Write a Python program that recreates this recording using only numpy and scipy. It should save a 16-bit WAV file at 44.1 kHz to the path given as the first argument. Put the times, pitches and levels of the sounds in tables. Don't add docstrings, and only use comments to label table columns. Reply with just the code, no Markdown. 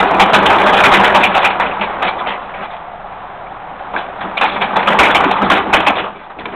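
import sys
import numpy as np
from scipy import signal
from scipy.fft import rfft, irfft, next_fast_len
from scipy.io import wavfile
from scipy.ndimage import uniform_filter1d

SR = 44100
rng = np.random.default_rng(int(sys.argv[2]) if len(sys.argv) > 2 else 0)


def generate_wav(sig):
    pcm = np.round(np.clip(np.atleast_2d(sig).T, -1, 1) * 32767).astype(np.int16)
    wavfile.write(sys.argv[1], SR, pcm)


def volts_from_db(level):
    exponent = np.asarray(level, float) / 20
    return 10 ** exponent


N = 288855

# start in seconds, wheel rattle peak in dB, board rumble peak in dB, length in seconds.
TIE_JOLTS = [(0.144, -16.5, -8, 0.04), (0.723, -6, -6.5, 0.042), (0.7645, 2.5, -18.5, .023),
             (0.837, 10.5, 1.5, .028), (1.3412, -2.5, -6.5, 0.051), (1.621, -11, -14, 0.029),
             (2.043, -10, -13.5, .035), (3.958, -14.5, -16, 0.057), (4.41, 3, -2, 0.032),
             (4.757, -4, -0.5, 0.02), (4.785, -6.5, -11.5, 0.02), (4.825, -8.5, -9, 0.014),
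             (4.987, 10, 4.5, .033), (5.308, -5.5, -20.5, 0.025), (5.411, -10.5, -12, 0.058),
             (5.4986, 6, -2.5, 0.031), (5.547, -4, -9, 0.056)]
BOARD_JOLTS = [(0.069, -9, -25, 0.025), (0.292, -26, -4.5, 0.019), (0.332, 12.5, 3, 0.024),
               (0.401, -23, -20, 0.012), (0.4557, 3.5, -3.5, 0.015), (0.49, -3.5, -4.5, 0.061),
               (0.66, -2, -4.5, 0.048), (0.799, 5, 4, .014), (0.936, 12.5, -16, 0.015),
               (0.9663, 2.5, -5, .018), (0.991, -3, -5, .02), (1.2, -5, -12, .057), (1.5004, -8, -19, .02),
               (1.6571, -10.5, -31, 0.024), (2.0201, -5.5, -8.5, 0.04), (2.2657, -10.5, -12, 0.022),
               (2.541, -22, -23, 0.056), (3.934, -20.5, -11.5, .023), (4.205, -19.5, -17.5, 0.053),
               (4.516, -14, -24.5, 0.045), (4.8706, -1.5, -6.5, .025), (4.897, -23, -5, 0.023),
               (4.9186, -3.5, -11, 0.018), (5.098, 0, -6.5, 0.021), (5.198, -14, -4, 0.016),
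               (5.238, -9.5, -10.5, 0.025), (5.733, 12.5, 8, 0.014), (6.034, -21.5, -18.5, .047)]
PIPE_JOLTS = [(0.023, -17, -4, .03), (0.915, 1.5, 2, .03), (1.042, 4, -3.5, 0.028),
              (1.3677, -9.5, -10.5, .027), (1.416, -5.5, -12, 0.043), (1.5979, -4.5, -6, 0.029),
              (2.285, -9.5, -21.5, .047), (2.6076, -18.5, -19.5, 0.034), (1.706, -14.5, -30.5, 0.024),
              (2.185, -15.5, -34, .025), (2.704, -26, -25, 0.059), (3.786, -31, -27, 0.035),
              (5.845, -14.5, -12, 0.022), (5.575, -8, -7.5, 0.022), (0.1, -22, -7.5, .04),
              (6.195, -34, -34, 0.027), (6.52, -30, -27, .04), (5.367, -13, -16, .026),
              (5.801, 3, -2.5, 0.0068), (5.9524, -12, -13, 0.035), (5.981, -5.5, -10.5, 0.024),
              (6.385, -21, -25.5, 0.033)]
AXLE_JOLTS = [(0.0, 1.5, -0.5, 0.012), (0.1957, 8.5, 4, 0.026), (0.432, -15, -9.5, 0.018),
              (0.5819, -0.5, -12.5, 0.029), (0.6145, -9, -10, 0.024), (1.1417, 3, .4, .035),
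              (1.234, 3.5, -10, 0.031), (1.4418, 1, -5, 0.027), (1.8092, -3.5, -16, 0.035),
              (2.069, -4.5, -17, 0.029), (2.636, -20.5, -26, 0.033), (4.37, -6.5, -15.5, 0.025),
              (4.4523, -7.5, -17, .045), (4.556, -9, -14.5, 0.021), (4.6107, -1, -7.5, 0.029),
              (5.029, 1.5, -16, 0.042), (5.145, 4.5, -4, 0.024), (5.758, -0.5, -7.5, .025),
              (5.8633, 1.5, -1, 0.025), (5.894, 1, -6, 0.0088), (6.146, -27, -42, 0.085),
              (6.299, -31, -24, 0.017), (6.41, -29, -21, 0.011), (6.454, -7, -17, .007)]


def evened(x):
    return x / np.sqrt(np.mean(x ** 2) + 1e-20)


def curve(rows):
    seconds, values = np.transpose(rows)
    return np.interp(np.arange(N) / SR, seconds, values)


def add_at(out, start_s, sound):
    part = out[round(start_s * SR):][:len(sound)]
    part += sound[:len(part)]


def resonate(x, hz, width_hz):
    r = np.exp(-np.pi * width_hz / SR)
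    turn = np.exp(2j * np.pi * hz / SR)
    return 2 * signal.lfilter([1 - r], [1, -r * turn], x).real


def humming_noise(hz, width_hz):
    return resonate(resonate(rng.standard_normal(N), hz, width_hz), hz, 2 * width_hz)


def coloured(points):
    size = next_fast_len(N)
    hz = np.fft.rfftfreq(size, 1 / SR)
    f, db = np.transpose(points)
    gain = volts_from_db(np.interp(np.log(hz + 1), np.log(f + 1), db))
    return evened(irfft(rfft(rng.standard_normal(size)) * gain, size)[:N])


def grit(size, per_s, spread_db, smooth):
    specks = rng.standard_normal(size) * (rng.random(size) < per_s / SR)
    specks = specks * volts_from_db(spread_db * np.minimum(rng.exponential(1, size), 3.0))
    return evened(specks) + smooth * rng.standard_normal(size)


def flutter(rate_hz, depth_db):
    steps = evened(uniform_filter1d(rng.standard_normal(4000), size=3))
    wander = np.interp(np.arange(N) * rate_hz * 6 / SR, np.arange(4000), steps)
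    return evened(volts_from_db(depth_db * wander))


def jolt_shape(length_s, rise_s, square):
    t = np.arange(round(0.25 * SR)) / SR
    chatter = np.exp(-(t / length_s) ** square)
    tail = 0.045 * np.exp(-t / 0.089)
    return (1 - np.exp(-t / rise_s)) * (chatter + tail)


def force(law, starts, peaks_db, lengths, rise_s):
    # time in seconds, level in dB.
    roll = [(0.0, -15.5), (0.25, -15), (0.6, -11), (1.06, -11), (1.33, -16.5), (1.84, -22), (2.22, -24),
            (2.75, -35.5), (3.68, -33.5), (4.41, -26.5), (4.83, -19.5), (5.0, -11.5), (5.29, -15),
            (5.64, -22), (5.89, -18.5), (6.15, -35.5), (6.4, -37.5), (6.55, -28)]
    slope, offset_db = law
    power = volts_from_db(2 * (slope * curve(roll) + offset_db))
    for start, db, length in zip(starts, peaks_db, lengths):
        shape = volts_from_db(db) * jolt_shape(length, rise_s, 1.79)
        add_at(power, start, shape ** 2)
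    return np.sqrt(power)


def body(push, drive, modes, clump_hz, clump_db):
    click = signal.unit_impulse(2048)
    rings = []
    for k, (hz, width_hz, db) in enumerate(modes):
        ring = resonate(resonate(click, hz, 2.21 * width_hz), hz, 2.21 * width_hz)
        rings.append((-1) ** k * volts_from_db(db) * ring)
    push = push * evened(drive) / np.linalg.norm(sum(rings))
    return sum(signal.oaconvolve(push * flutter(clump_hz, clump_db), ring)[:N] for ring in rings)


def wheels(contact):
    # pitch in Hz,
    # width in Hz, level in dB.
    pitches = [(1622, 150, 1.5), (1984, 250, 1.5), (2461, 201, 7.5), (2993, 274, 0.5), (3460, 354, -0.5),
               (4350, 400, -6), (4250, 220, -10.5), (2412, 50, -1), (3423, 44, -4)]
    # dB per dB of rolling, offset in dB.
    wheels_law = (1.12, -12.5)
    s, rattle_db, _, length = np.transpose(TIE_JOLTS + BOARD_JOLTS + PIPE_JOLTS + AXLE_JOLTS)
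    push = force(wheels_law, s, rattle_db - 12.5, 1.026 * length, rise_s=0.0026)
    return body(contact * push, grit(N, 2500, 2.7, 1.0), pitches, 28, 4.07)


def boards(contact):
    # pitch in Hz, width in Hz, level in dB.
    pitches = [(599, 153, -1.5), (797.6, 59.6, 4.5), (923, 125, 0.5), (1195, 168, 1), (1412, 423, -6)]
    # dB per dB of rolling, offset in dB.
    boards_law = (0.99, 0.06)
    s, _, rumble_db, length = np.transpose(TIE_JOLTS + BOARD_JOLTS + PIPE_JOLTS + AXLE_JOLTS)
    push = force(boards_law, s, rumble_db - 3.5, 1.113 * length, rise_s=0.0036)
    return body(contact * push, grit(N, 1500, 2.05, 0.76), pitches, 22, 1.98)


def struck_parts():
    out = np.zeros(N)
    for jolts, hz in [(TIE_JOLTS, 1405), (BOARD_JOLTS, 1506), (PIPE_JOLTS, 1986), (AXLE_JOLTS, 2330)]:
        for s, db, _, length in jolts:
            shape = jolt_shape(length, 0.0007, 1.0)
            ring = evened(resonate(grit(len(shape), 900, 1.0, 0.97), hz, 120))
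            add_at(out, s, ring * shape * volts_from_db(db - 16.5))
    return out


def knocks():
    # start in seconds, peak in dB, lower ring in Hz, upper ring in dB.
    blows = [(0.198, 9, 920, -19), (0.332, 7, 669, -19.5), (0.46, -2.5, 965, -8.5), (0.837, 7.5, 987, -4),
             (1.236, 0, 772, -13.5), (1.598, 3, 918, -20), (1.814, -1.5, 882, -11.5),
             (2.025, -13.5, 918, -19), (2.262, -7, 758, -11), (2.54, -13, 1150, -9), (2.608, -13, 990, -11),
             (3.469, -21.5, 706, -6), (3.943, -21.5, 1080, -4), (3.963, -2, 1569, -12),
             (4.376, -9.5, 674, -1.5), (4.412, 0.2, 804, -28.5), (4.454, -6, 765, -6),
             (4.561, -15.5, 960, -6), (4.618, -4, 750, -19), (4.76, -0.5, 823, -25.5),
             (4.878, 8, 1308, -26), (5.154, 8.5, 780, -6.5), (5.313, 4, 790, -13.5),
             (5.419, 1, 1302, -26.5), (5.502, 10.5, 1090, -20.5), (5.729, 5, 845, -11.5),
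             (5.872, 7.5, 1076, -22), (5.98, -6.5, 1207, -23), (6.39, -16.5, 755, -11),
             (6.455, -7, 1020, -25)]
    upper_hz, t60_s = 2276, 0.024
    out = np.zeros(N)
    t = np.arange(round(0.1 * SR)) / SR
    rise = 1 - np.exp(-t / 0.0016)
    for s, db, low_hz, high_db in blows:
        tick = rng.standard_normal(len(t)) * np.exp(-t / 0.00037)
        low = volts_from_db(-60 * t / t60_s) * np.sin(2 * np.pi * low_hz * t)
        high = np.sin(2 * np.pi * upper_hz * t) + 0.7 * tick
        high = volts_from_db(high_db + 8 - 80 * t / t60_s) * high
        add_at(out, s, volts_from_db(db) * (low + high) * rise)
    return out


def frame():
    # start in seconds, drone in dB, bending note in dB.
    thuds = [(0.0, -9.5, -39), (0.193, -12, -13.5), (0.336, -5, -15.5), (0.49, -12, -26),
             (0.621, -10, -24.5), (0.837, -2.5, -32.5), (0.916, -5.5, -24), (0.9665, -16, -15.5),
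             (1.14, -12.5, -21.5), (1.26, -28, -22.5), (1.44, -22, -29), (1.6177, -14, -33.5),
             (1.79, -25, -25), (2.03, -18, -38.5), (2.2637, -19, -37), (2.58, -34, -32.5), (3.73, -35, -45),
             (3.931, -19, -45), (4.225, -17, -26), (4.41, -16, -32), (4.535, -21.5, -24),
             (4.756, -14.5, -25.5), (4.87, -24, -14.5), (4.995, -6, -22.5), (5.2394, -7.5, -23.5),
             (5.409, -4.5, -12), (5.5, -4, -27), (5.75, -8, -27), (5.8645, -9, -25.5), (5.97, -11.5, -31)]
    # start in s, drone in dB, bending note in dB, length in s.
    groans = [(0.112, -12, -32, 0.072), (0.39, -10, -33, 0.11), (1.17, -23, -24, 0.049),
              (4.6, -21.5, -26, .05), (4.703, -30, -28, .04), (4.47, -22, -40, .03),
              (5.13, -10, -23, 0.052), (5.62, -17, -60, .1), (6.08, -28, -44, 0.088),
              (6.35, -25.5, -47, 0.094), (6.445, -15, -38, .02), (6.49, -25, -40, 0.052),
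              (5.568, -9.5, -47.5, 0.025)]
    # pitch in Hz, width in Hz, level in dB.
    pitches = [(254, 37, -4), (325.3, 37.3, 0.5), (401.6, 17, 4), (477, 31.4, -1.5)]
    # frequency in Hz, level in dB.
    ground_spectrum = [(12, -54), (20, -32.5), (48, -9), (92, -11.5), (135, -14), (200, 1), (260, -22),
                       (440, -120)]
    # dB per dB of rolling, offset in dB.
    frame_law = (1, -12.5)
    beam_law = (0.96, -19.5)

    thud_s = 0.03
    s, drone_db, beam_db, spell = np.transpose([(*row, thud_s) for row in thuds] + groans)
    shake = force(frame_law, s, drone_db - 6.0, 1.43 * spell, rise_s=0.018)
    swing = force(beam_law, s, beam_db + 2, 0.027 + spell, rise_s=0.028)
    drone = body(shake, rng.standard_normal(N), pitches, 13, 3.0)

    beam = humming_noise(197.3, 23)
    loudness = np.sqrt(uniform_filter1d(evened(beam) ** 2, size=1300))
    beam = evened(beam / (loudness + 0.62))
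    ground = volts_from_db(-7.0) * uniform_filter1d(shake, 3000) * coloured(ground_spectrum)
    return drone, ground + beam * swing


def fences(x):
    t = np.arange(round(0.4 * SR)) / SR
    signs = rng.choice([-1.0, 1.0], len(t))
    hits = (rng.random(len(t)) < 2000 / SR) * (t > 0.006)
    taps = signs * hits * volts_from_db(-60 * t / 0.33)
    return signal.oaconvolve(x, taps / np.linalg.norm(taps))[:N]


def yard():
    # frequency in Hz, level in dB.
    wash = [(15, -51.5), (25, -8), (53, -13), (80, -16.5), (168, -12.5), (248, -23), (407, -28), (484, -19),
            (601, -9.5), (814, -4), (907, -9), (1340, -14), (1660, -19.5), (3700, -35.5), (4400, -54.5),
            (5720, -88.5), (9680, -120)]
    # time in seconds, level in dB.
    facing = [
        (0, 2),
        (2.6, -2),
        (3.2, -2.5),
        (3.9, -3.5),
        (5.9, 1.5),
        (6.2, -14.5),
        (6.55, -3),
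    ]
    hollow = evened(humming_noise(721, 73))
    return volts_from_db(-29.5 + curve(facing)) * (coloured(wash) + volts_from_db(-4.5) * hollow)


def scene():
    contact = flutter(30, 0.5)
    drone, felt = frame()
    near = wheels(contact) + boards(contact) + struck_parts() + knocks() + drone
    return (near + volts_from_db(-11.5) * fences(near) + felt + yard())[None]


def top_cut(x):
    return signal.sosfilt(signal.butter(12, 15700, fs=SR, output="sos"), x)


def record(dry):
    sensor_limit, band_hz, ceiling = 0.73, 3990, 0.71
    loudness = np.sqrt(uniform_filter1d(dry ** 2, 300, axis=1) + 1e-12)
    hiss = (volts_from_db(-67) + volts_from_db(-18) * loudness) * rng.standard_normal(dry.shape)
    sensed = np.clip(dry, -sensor_limit, sensor_limit) + hiss
    voice_band = signal.firwin(151, band_hz, window=("kaiser", 8.0), fs=SR)
    narrow = signal.oaconvolve(sensed, voice_band[None], "same")
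    mix = np.clip(narrow, -ceiling, ceiling) - 0.0025
    return top_cut(mix)


dry = scene()
out = record(dry)
generate_wav(out)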